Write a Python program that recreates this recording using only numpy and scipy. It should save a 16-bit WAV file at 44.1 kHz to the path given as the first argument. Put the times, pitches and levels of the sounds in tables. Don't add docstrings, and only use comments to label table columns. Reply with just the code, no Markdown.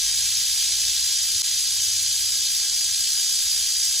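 import sys
import numpy as np
from scipy import signal
from scipy.fft import rfft, irfft
from scipy.io import wavfile
from scipy.ndimage import uniform_filter1d

SR = 44100
rng = np.random.default_rng(int(sys.argv[2]) if len(sys.argv) > 2 else 0)


def wrap_up_sound(samples):
    columns = np.atleast_2d(samples).T
    tamed = np.clip(columns, -1, 1)
    steps = np.round(tamed * 32767).astype(np.int16)
    wavfile.write(sys.argv[1], SR, steps)


N = 176400
T = np.arange(N) / SR
HZ = np.fft.rfftfreq(N, 1 / SR)


def amp(db):
    return 10 ** (np.asarray(db) / 20)


def unit_rms(x):
    return x / np.sqrt(np.mean(x ** 2) + 1e-20)


def spectrum(points):
    hz, value = np.transpose(points)
    return np.interp(np.log(HZ + 1), np.log(hz + 1), value)


def curves(rows):
    times, *columns = np.transpose(rows)
    return [np.interp(T, times, column) for column in columns]


def filtered(x, gain):
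    return irfft(rfft(x) * gain, N)


def wander(hz):
    return unit_rms(filtered(rng.standard_normal(N), 1 / (1 + (HZ / hz) ** 4)))


def levelled(response):
    return response / np.sqrt(uniform_filter1d(abs(response) ** 2, size=1100))


def clicks(swing_db, per_s=3400, spread_db=2.3):
    hits = (rng.random(N) < per_s / SR) * rng.choice([-1., 1.], N)
    size_db = spread_db * np.minimum(rng.exponential(1, N), 4)
    return unit_rms(hits * amp(size_db + swing_db))


def echoes(t60_s, predelay_s=.001):
    t = T[:SR // 2]
    tail = rng.standard_normal(len(t)) * amp(-60 * t / t60_s) * (t > predelay_s)
    return rfft(tail / np.linalg.norm(tail), N)


def segments(shake_phase, count=12, half_width_octaves=0.23, room_t60_s=0.18):
    swing_db = 2.2 * np.cos(shake_phase) + 0.26 * np.cos(shake_phase / 2)
    centres_hz = np.geomspace(2280, 12120, count)
    octaves = np.log2((HZ + 1) / centres_hz[:, None])
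    bands = 1 / (1 + (octaves / half_width_octaves) ** 2)
    near, scattered = 0, 0
    for band in bands / np.linalg.norm(bands, axis=0):
        slip_db = 1.18 * wander(hz=31.8)
        direct = rfft(clicks(swing_db + slip_db)) * band
        tub_walls = amp(-2) * echoes(t60_s=0.069)
        room = amp(-3.5) * echoes(room_t60_s)
        near += direct * levelled(1 + tub_walls + room)
        scattered += direct * levelled(echoes(room_t60_s))
    return unit_rms(irfft(near, N)), unit_rms(irfft(scattered, N))


def stereo_image(near, scattered):
    # frequency_hz, likeness (0-1)
    likeness = [(170, 1), (350, 0.54), (520, 0.59), (720, .9), (850, 0.76), (1150, 1), (4150, 1),
                (4300, 0.85), (4900, 0.88), (5250, 0.98), (5850, .998), (7500, 1), (7750, .86), (9000, 0.7),
                (11200, 0.68), (12200, 0.91), (12600, 1), (16000, 1)]
    # frequency_hz, lead_radians
    lead = [(20, 0), (4150, 0), (4600, -.7), (4870, -1.7), (5030, -3.1), (5200, -4.7), (5400, -5.8),
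            (5700, -6.28), (7500, -6.28), (8500, -7), (10000, -7.85), (11500, -8.6), (12600, -9.42),
            (16000, -9.42)]
    alike = np.clip(spectrum(likeness), 0, .9999)
    mid = filtered(near, np.sqrt((1 + alike) / 2))
    side = filtered(scattered, np.sqrt((1 - alike) / 2))
    right = filtered(mid - side, np.exp(-1j * spectrum(lead)))
    return np.array([mid + side, right])


def rattle():
    # time_s, shakes_per_s
    speed = [(0.0, 62.1), (0.56, 62.4), (2.87, 61.1), (3.14, 63.1), (4.0, 63.1)]
    # time_s, level_db
    strength = [(0, -21), (.9, -21), (1.5, -21.5), (2, -21.6), (2.4, -22), (2.9, -21.5), (3.8, -21.5),
                (3.87, -21), (3.93, -21.5)]
    # frequency_hz, relative_db
    colour = [(150, -45), (350, -41), (620, -38), (1200, -37.5), (1600, -27.9), (2300, -14.5), (2780, -12),
              (3100, -15.5), (4000, -8), (4500, -1.05), (5000, 0.0), (5500, -3.5), (6150, -1), (6900, -2.5),
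              (7500, -4), (9000, -6.9), (11000, -7), (12800, -4.5), (15700, -10)]
    # pitch_hz, width_hz, lift_db
    tub_modes = [(716, 95, 10.5), (771, 39, 9.3), (876, 54, 9.2), (1013, 119, 10.5), (1088, 69, 9.4),
                 (1293, 131, 11.3), (1423, 83, 12.9), (1608, 96, 12.0), (1744, 180, 7.5), (1922, 78, 8.7),
                 (3010, 183, 8.5), (3175, 185, 11.5), (3341, 108, 12.4), (3553, 190, 8.7), (3786, 200, 8.9),
                 (4128, 187, 6.0), (4445, 41, 3.6), (4650, 182, 1.4), (4868, 65, 6.4), (5074, 90, 4.5),
                 (5227, 25, 4.1), (5448, 30, 3.7), (5824, 45, 6.3), (6012, 192, 3.5), (6197, 71, 5.6),
                 (6367, 45, 5.1), (6525, 31, 3.8), (7400, 147, 3.7)]
    # frequency_hz, change_db
    drift = [(700, -1), (1600, -0.5), (3200, -1.5), (4000, -2.6), (4700, 2.5), (5600, -0.5), (7000, 0.9),
             (11000, 0.7)]
    (shake_hz,), (level_db,) = curves(speed), curves(strength)
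    shake_phase = 2 * np.pi * np.cumsum(shake_hz) / SR
    spray = stereo_image(*segments(shake_phase))
    ring_db = sum(db * np.exp(-(2 * (HZ - hz) / width) ** 2) for hz, width, db in tub_modes)
    buzz = unit_rms(filtered(spray, amp(spectrum(colour) + ring_db)))
    early = filtered(buzz, amp(-spectrum(drift) / 2))
    late = filtered(buzz, amp(spectrum(drift) / 2))
    crossfade = early + (late - early) * T / T[-1]
    hum = amp(-60.5 + 2.5 * wander(hz=2.4)) * np.sin(shake_phase)
    return amp(level_db) * crossfade + hum


def traffic():
    # frequency_hz, relative_db
    rumble_colour = [(15, -40), (27, -22), (36, -2.5), (65, 2.5), (85, 1.5), (105, -5.5), (122, -14.5),
                     (200, -20), (350, -29), (700, -32), (3000, -58)]
    # time_s, pitch_hz, level_db
    low_tone = [(0, 51.2, -48), (.3, 51.4, -53), (.45, 55.7, -57.5), (.65, 59.44, -51), (.9, 64.8, -46.5),
                (1.05, 69.6, -55), (1.2, 73, -62), (1.5, 77.3, -61), (1.7, 76, -84)]
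    # time_s, pitch_hz, level_db
    high_tone = [(0, 106.7, -58), (.25, 105.9, -49.5), (.55, 102.8, -57), (1.2, 101.8, -60.5),
                 (1.65, 102.7, -61), (1.93, 101, -49.5), (2.4, 98.1, -55), (2.62, 101, -65),
                 (2.95, 104, -56), (3.25, 101.1, -69), (4, 102.6, -66)]
    rumble_db = -59 + 1.5 * wander(hz=11)
    rumble = unit_rms(filtered(rng.standard_normal(N), amp(spectrum(rumble_colour))))
    engine = 0
    for hz, db in (curves(low_tone), curves(high_tone)):
        engine += amp(db) * np.sin(2 * np.pi * np.cumsum(hz) / SR)
    return amp(rumble_db) * rumble + engine


def pulse(peak_s, width_s, level_db):
    return amp(level_db) * np.exp(-((T - peak_s) / width_s) ** 2)


def knock(peak_s, pitch_hz, width_s, level_db):
    return pulse(peak_s, width_s, level_db) * np.sin(2 * np.pi * pitch_hz * (T - peak_s))


def dropout(sound, start_s=1.4205, depth_db=-16, fall_s=.0015, release_after_s=.004, recover_s=.008):
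    t = T - start_s
    bump = pulse(start_s - .001, width_s=.0018, level_db=-46)
    tick = knock(start_s, pitch_hz=1126, width_s=.00065, level_db=-38.5)
    fall = np.clip(t / fall_s, 0, 1)
    release = np.exp(-np.maximum(t - release_after_s, 0) / recover_s)
    return (sound + bump) * amp(depth_db * fall * release) + tick


def scene():
    return rattle() + traffic() + knock(peak_s=1.3632, pitch_hz=89, width_s=.013, level_db=-41.5)


def record(dry):
    low_pass = signal.firwin(511, cutoff=15850, window=("kaiser", 9), fs=SR)
    return signal.oaconvolve(dropout(dry), low_pass[None], "same")


dry = scene()
out = record(dry)
wrap_up_sound(out)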